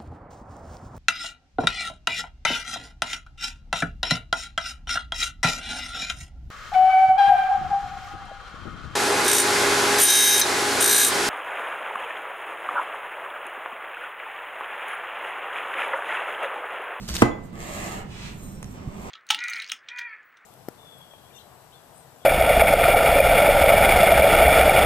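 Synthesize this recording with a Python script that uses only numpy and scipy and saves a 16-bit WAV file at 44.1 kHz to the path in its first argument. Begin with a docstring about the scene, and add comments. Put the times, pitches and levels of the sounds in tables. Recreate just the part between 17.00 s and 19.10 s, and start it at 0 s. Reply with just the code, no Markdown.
"""Over a low room rumble, a plastic tub rustles and scratches (filtered friction noise) over a low flutter
(a sine), then lands on a kitchen counter: short pushes and noise bursts, with decaying modes of tub, counter,
glass bowl and utensil. After a faint hiss of flour the bowl is dragged across the counter (friction exciting
resonances), a sleeve swishes (shaped noise), and a steel pastry blender sinks through flour and butter:
friction noise makes its blades sing faintly, they tick twice (noise bursts), and it bottoms out with a push."""
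import sys
import numpy as np
from scipy import signal
from scipy.fft import rfft, irfft
from scipy.io import wavfile

SR = 44100
rng = np.random.default_rng(int(sys.argv[2]) if len(sys.argv) > 2 else 0)


def file_out(sig):
    """Save sig as 16-bit WAV at sys.argv[1]."""
    # one column per channel
    cols = np.atleast_2d(sig).T
    # limit, then scale
    lim = np.clip(cols, -1, 1)
    pcm = np.round(lim * 32767).astype(np.int16)
    wavfile.write(sys.argv[1], SR, pcm)


N = 92610
T = np.arange(N) / SR  # time, s

# left-right coherence of the diffuse room sound: frequency_hz, coherence [0-1]
COHERENCE = [(100, 0.92), (220, 0.76), (500, 0.076), (1500, 0.043)]


def amp(db):
    """Level definition: an amplitude ratio is 10 to the power of dB / 20."""
    return 10 ** (np.asarray(db) / 20)


def unit(x):
    """Normalisation by effective value: scales a signal to rms 1."""
    return x / np.sqrt(np.mean(x ** 2) + 1e-20)


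def read(points, hz):
    """Logarithmic frequency scale: interpolates a table linearly in log frequency."""
    f, value = np.transpose(points)
    return np.interp(np.log(hz + 1), np.log(f + 1), value)


def level(points):
    """Amplitude envelope: gain over time from a dB curve, at -120 dB outside it."""
    s, db = np.transpose(points)
    return amp(np.interp(T, s, db, left=-120, right=-120))


def colour(x, tone):
    """Minimum-phase filtering: the Hilbert transform of the log gain gives the phase of a causal filter."""
    hz = abs(np.fft.fftfreq(4096, 1 / SR))
    log_gain = np.log(amp(read(tone, hz)))
    response = np.exp(np.conj(signal.hilbert(log_gain)))
    taps = np.fft.ifft(response).real[:2048]
    return signal.fftconvolve(x, taps)[:N]


def resonate(x, hz, width):
    """Resonance: shifts a fixed or moving frequency to zero, low-passes twice, shifts back; rms 1."""
    turn = np.exp(2j * np.pi * np.cumsum(hz * np.ones(N)) / SR)
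    r = np.exp(-np.pi * abs(width) / SR)
    once = signal.lfilter([1 - r], [1, -r], x / turn)
    twice = signal.lfilter([1 - r], [1, -r], once)
    return unit((turn * twice).real)


def grains(per_s, spread_db):
    """Friction: a dense random train of tiny slips of uneven size."""
    size = amp(spread_db * np.minimum(rng.exponential(1, N), 5))
    slipping = rng.random(N) < per_s / SR
    return unit(rng.standard_normal(N) * size * slipping)


def ring(modes, start):
    """Modal superposition: exponentially decaying sines struck at one moment."""
    t = np.maximum(T - start, 0)
    return sum(amp(db - 60 * t / t60) * np.sin(2 * np.pi * hz * t) for hz, db, t60 in modes)


def burst(start, decay_s):
    """Impulsive excitation: noise with a sudden onset and exponential decay."""
    return rng.standard_normal(N) * (T >= start) * np.exp(-abs(T - start) / decay_s)


def flutter(rate_hz, depth_db):
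    """Random amplitude modulation: uneven pressure as a gain wandering at about this rate."""
    hz = np.fft.rfftfreq(N, 1 / SR)
    slow = irfft(rfft(rng.standard_normal(N)) / (1 + (hz / rate_hz) ** 4), N)
    return amp(depth_db * unit(slow))


def place(x, lead_ms, pan_db, wet_db, gap_s=0.0056):
    """Time difference and reverberation: direct sound arrives left first; a diffuse tail decays by frequency."""
    # kitchen reverberation: frequency_hz, t60_s
    room_decay = [(100, 0.24), (260, 0.36), (700, 0.52), (1840, 0.41), (4850, 0.24), (12000, 0.19)]
    count = 26460  # 0.6 s of tail
    taps = rng.standard_normal((2, count)) * (T[:count] > gap_s)
    hz, t, z = signal.stft(taps, SR, nperseg=256)
    like = np.clip(read(COHERENCE, hz), 0, 1)[:, None]
    z[1] = like * z[0] + np.sqrt(1 - like ** 2) * z[1]
    decay = amp(-60 * t / read(room_decay, hz)[:, None])
    tail = signal.istft(z * decay, SR, nperseg=256)[1]
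    wet = signal.fftconvolve(x[None], tail / np.linalg.norm(tail[0]), axes=1)[:, :N]
    # a linear phase delays the right channel by fractions of a sample
    cycles = np.fft.rfftfreq(2 * N, 1000 / SR) * lead_ms
    late = irfft(rfft(x, 2 * N) * np.exp(-2j * np.pi * cycles))[:N]
    return (np.array([x, late]) + amp(wet_db) * wet) * amp([[pan_db / 2], [-pan_db / 2]])


def rumble(rumble_db=-39, pan_db=-3.5):
    """Diffuse field: steady room noise, alike left and right in the bass only, plus a wavering hum."""
    # room noise spectrum: frequency_hz, gain_db
    room_spectrum = [(20, -3), (58, 0), (85, -3), (120, 0), (150, -3), (195, 2), (270, -9), (400, -13),
                     (600, -20), (1300, -26), (3000, -35), (6000, -42), (15000, -49)]
    # narrow-band hum: centre_hz, width_hz, level_db
    room_hum = (189.8, 81, -48.5)
    hz = np.fft.rfftfreq(N, 1 / SR)
    a, b = rfft(rng.standard_normal((2, N))) * amp(read(room_spectrum, hz))
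    like = np.clip(read(COHERENCE, hz), 0, 1)
    pair = irfft(np.array([a, like * a + np.sqrt(1 - like ** 2) * b]), N)
    hum_hz, width, db = room_hum
    hum = amp(db) * resonate(rng.standard_normal(N), hum_hz, width)
    return (amp(rumble_db) * unit(pair) + hum) * amp([[pan_db / 2], [-pan_db / 2]])


def sleeve():
    """Broadband cloth friction: a soft hiss as the arm turns, mostly heard by way of the room."""
    # swish envelope, before a 2 dB cut: time_s, level_db
    swish = [(1.04, -69), (1.11, -52), (1.18, -48), (1.26, -44.5), (1.32, -58.5), (1.37, -89), (1.42, -70)]
    # cloth spectrum: frequency_hz, gain_db
    cloth_tone = [(350, -5.5), (700, -6.5), (1500, -7.5), (2600, -1), (4800, -8), (8000, -12), (14000, -27)]
    hiss = unit(colour(rng.standard_normal(N), cloth_tone)) * level(swish)
    return place(hiss * amp(-2.0), lead_ms=0.12, pan_db=-2.5, wet_db=5)


def rustle(scratch_width_hz=5200, flutter_hz=60.5):
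    """Sliding friction: hand and tub brush past; the tub's slips scratch, over a low flutter near 60 Hz."""
    # brushing envelope: time_s, level_db
    brushing = [(0, -49.5), (.075, -46), (.086, -31), (.125, -42.5), (.155, -27), (.174, -37.5),
                (.215, -33), (.219, -26.5), (.235, -70)]
    # brushing spectrum: frequency_hz, gain_db
    brushing_tone = [(150, 1), (300, 1.5), (600, -4), (1150, -5), (1600, -5), (2500, -5.5), (5000, -2.5),
                     (8000, -7.5), (15000, -14)]
    # gritty scratches as the tub slips: time_s, half_length_s, centre_hz, level_db
    scratches = [(0.088, 0.005, 4400, -36), (0.145, 0.005, 6500, -33), (0.156, 0.004, 5340, -31),
                 (0.167, 0.004, 3870, -27.5)]
    # low flutter envelope: time_s, level_db
    flutter_level = [(.085, -68), (.11, -26.5), (.15, -30), (.185, -50)]
    rub = unit(colour(grains(per_s=3500, spread_db=1.5), brushing_tone)) * level(brushing)
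    scratch = np.zeros(N)
    for s, half, hz, db in scratches:
        grit = resonate(grains(per_s=5600, spread_db=3.5), hz, scratch_width_hz)
        scratch += amp(db) * grit * np.exp(-((T - s) / half) ** 2)
    low_flutter = np.sin(2 * np.pi * flutter_hz * T) * level(flutter_level)
    return place(rub, lead_ms=0.1, pan_db=-2.0, wet_db=-4) + scratch + low_flutter


def slide(hiss_db=-1, brighten=1.0, split_hz=3000):
    """Friction-driven resonance: the bowl's foot grates, brighter with speed, and excites the hollow beneath."""
    # slide envelope, which also stands for speed: time_s, level_db
    slide_speed = [(.52, -52.5), (.59, -44), (.69, -41.5), (.83, -41), (.92, -41.5), (.995, -44),
                   (1.06, -78), (1.12, -45)]
    # grating spectrum: frequency_hz, gain_db
    grating_tone = [(60, -32), (340, 6), (540, -0.5), (1200, -4.5), (1480, -10), (1750, -3), (2600, -7),
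                    (3600, -12.5), (5300, -16), (7400, -8.5), (11000, -21), (13200, -16.5), (15200, -41)]
    # resonances of the hollow: multiple_of_lowest, width_hz, level_db
    hollow_modes = [(1, 240, -12), (1.6, 300, -17), (3.55, 260, -23)]
    # lowest resonance, shifting as the bowl moves: time_s, pitch_hz
    hollow_pitch = [(.57, 720), (.66, 665), (.8, 690), (.98, 810)]
    # the foot catches and the hollow groans: time_s, half_length_s, boost_db
    catches = [(.828, .012, 6), (.982, .016, 10)]
    # the blender, resting in the bowl, shivers along: centre_hz, width_hz, level_db
    shiver_modes = [(7130, 60, -35), (8460, 330, -22.5)]
    slips = grains(per_s=7000, spread_db=4.0)
    speed = level(slide_speed)
    pitch = np.interp(T, *np.transpose(hollow_pitch))
    hollow = np.zeros(N)
    for multiple, width, db in hollow_modes:
        mode = amp(db) * resonate(slips, multiple * pitch, width)
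        hollow += mode * flutter(rate_hz=45, depth_db=4.0)
    groan_db = sum(db * np.exp(-((T - s) / half) ** 2) for s, half, db in catches)
    hollow = hollow * amp(groan_db)
    shiver = sum(amp(db) * resonate(slips, hz, width) for hz, width, db in shiver_modes)
    grating = amp(hiss_db) * unit(colour(slips, grating_tone)) + shiver
    dull = signal.sosfiltfilt(signal.butter(2, split_hz, fs=SR, output="sos"), grating)
    bright = (grating - dull) * (speed / speed.max()) ** brighten
    return place((hollow + dull + amp(3.0) * bright) * speed, lead_ms=0.254, pan_db=-2.5, wet_db=2)


def blender(entry_s=1.355, entry_rise_s=0.035, tick_decay_s=0.0018):
    """Friction and impact: flour excites blade resonances, butter rubs, steel ticks and lands with a push."""
    # hiss envelope of blades in flour: time_s, level_db
    sifting = [(.39, -99), (.44, -56), (.55, -107), (1.34, -59.5), (1.43, -56.5), (1.52, -59), (1.62, -64),
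               (1.71, -59), (1.79, -71), (2.08, -55)]
    # flour spectrum: frequency_hz, gain_db
    flour_tone = [(1000, -16), (2500, -9), (5000, -13), (7000, 0), (9000, -1), (11500, -8), (13300, -3),
                  (15000, -10)]
    # single blades singing in the flour: pitch_hz, width_hz, level_db, loudest_s, swell_s
    blades = [(3994, 18, -67, 1.47, .08), (5582, 16, -61, 1.59, .09), (6788, 20, -59, 1.44, .05),
              (8055, 40, -60, 1.46, .06), (8549, 60, -57.5, 1.47, .05), (13184, 110, -59.5, 1.46, .055)]
    # blades pressing through butter and rubbing the bowl: time_s, level_db
    pressing = [(1.33, -65), (1.44, -55), (1.48, -64.5), (1.72, -58), (1.76, -49), (1.81, -53), (1.85, -54),
                (1.91, -53), (1.98, -48.5), (2.1, -43)]
    # butter spectrum: frequency_hz, gain_db
    butter_tone = [(150, -22.5), (350, -0.5), (750, -2.5), (1150, -2.5), (1550, -13.5), (2300, -10.5),
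                   (4000, -21.5), (8000, -20), (15000, -73)]
    # blades tick on the glass: start_s, level_db
    glass_ticks = [(1.6283, -26), (1.6431, -32)]
    # tick spectrum: frequency_hz, gain_db
    tick_tone = [(300, 0), (1900, 2), (4400, -8), (7000, 2), (7900, -8), (9200, -1), (12000, -15),
                 (15000, -15)]
    # bottoming out: time_s, level_db, push_length_s
    bottoming = (1.878, -21, 0.0014)
    slips = grains(per_s=16000, spread_db=5.0)
    song = np.zeros(N)
    for hz, width, db, loudest, swell in blades:
        song += amp(db) * resonate(slips, hz, width) / np.cosh((T - loudest) / swell)
    song = song * np.clip((T - entry_s) / entry_rise_s, 0, 1)
    sift = unit(colour(slips, flour_tone)) * level(sifting)
    press = unit(colour(grains(per_s=9900, spread_db=2.0), butter_tone)) * level(pressing)
    ticks = colour(sum(amp(db) * burst(s, tick_decay_s) for s, db in glass_ticks), tick_tone)
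    s, db, length = bottoming
    u = (T - s) / length
    thud = amp(db) * u * np.exp((1 - u ** 2) / 2)  # one smooth swing down and up
    return (place(sift + press, lead_ms=0.252, pan_db=-2.0, wet_db=0.0)
            + place(song, lead_ms=0.239, pan_db=-1.0, wet_db=-10.0)
            + place(ticks + thud, lead_ms=0.13, pan_db=-4.5, wet_db=-13.5))


def tub(crack_db=-14, crack_s=0.0039, clack_db=0, clack_s=0.0084, low_cut_hz=130, glass_swell_s=0.012):
    """Impact excitation: brief contacts drive modes of the tub; the counter, bowl and a utensil ring along."""
    # the tub lands rim first, then flat: start_s, level_db, contact_ms
    landing = [(0.2201, -12, 0.24), (0.2225, -1, 0.78), (0.2258, -6, 0.66)]
    # modes of the tub, the counter and the bowl: pitch_hz, level_db, t60_s
    tub_modes = [(221.6, -5, 0.12), (293, 2.5, 0.018), (455, -1, 0.049)]
    counter_modes = [(53.2, -28, 0.42), (122, -15, 0.3), (207.6, -26, 0.11), (348, -22.5, 0.2)]
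    glass_modes = [(851, -37, .4), (2016, -29.5, .46), (4081, -49, .25), (5782, -47, .25), (6869, -45, .36),
                   (8850, -46, .22)]
    # a utensil, jolted by the landing: start_s, pitch_hz, level_db, t60_s
    utensil = (.313, 3413, -47, .2)
    # spectra of the sharp crack and the hollow plastic clack: frequency_hz, gain_db
    crack_tone = [(200, -14), (1200, 10), (3200, 7.5), (4400, -7), (8000, 1), (15000, -15)]
    clack_tone = [(300, -6.5), (620, 6.5), (850, 3.5), (1400, 2), (2100, -6), (3200, -26), (4200, -27),
                  (9000, -51)]
    knock = np.zeros(N)
    for s, db, contact_ms in landing:
        push = T[:512] * np.exp(-T[:512] * 4000 / contact_ms)  # longer contact, duller blow
        knock += amp(db) * signal.fftconvolve(ring(tub_modes, s), push / push.sum())[:N]
    knock = signal.sosfilt(signal.butter(2, low_cut_hz, "high", fs=SR, output="sos"), knock)
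    first, flat = landing[0][0], landing[1][0]
    crack = amp(crack_db) * colour(burst(first, crack_s), crack_tone)
    clack = amp(clack_db) * colour(burst(first, clack_s), clack_tone)
    boom = ring(counter_modes, flat)
    swell = 1 - np.exp(-abs(T - flat) / glass_swell_s)
    bowl = ring(glass_modes, flat) * swell * amp([[-4], [4]])  # stronger on the right
    ping_s, *ping_mode = utensil
    ping = ring([ping_mode], ping_s)
    return (place(knock, lead_ms=0.46, pan_db=-7.5, wet_db=-12.0, gap_s=0.0084)
            + place(crack + clack, lead_ms=0.22, pan_db=2, wet_db=-11.0)
            + place(boom, lead_ms=0.083, pan_db=-1.5, wet_db=-7.5) + bowl + ping)


def scene():
    """Linear superposition: the sound pressures of all sources add."""
    return rumble() + sleeve() + rustle() + slide() + blender() + tub()


def record(dry, notch_hz=10550, notch_width_hz=520, notch_db=-26, cutoff_hz=15200):
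    """Transducer limits: the microphone is deaf in a narrow band, clips at full scale and loses the top treble."""
    hz = np.fft.rfftfreq(2 * N, 1 / SR)
    notch = amp(notch_db * np.exp(-((hz - notch_hz) / notch_width_hz) ** 2))
    heard = irfft(rfft(dry, 2 * N) * notch)[:, :N]
    low_pass = signal.firwin(255, cutoff_hz, window=("kaiser", 8), fs=SR)
    return signal.oaconvolve(np.clip(heard, -1, 1), low_pass[None], "same")


dry = scene()
out = record(dry)
file_out(out)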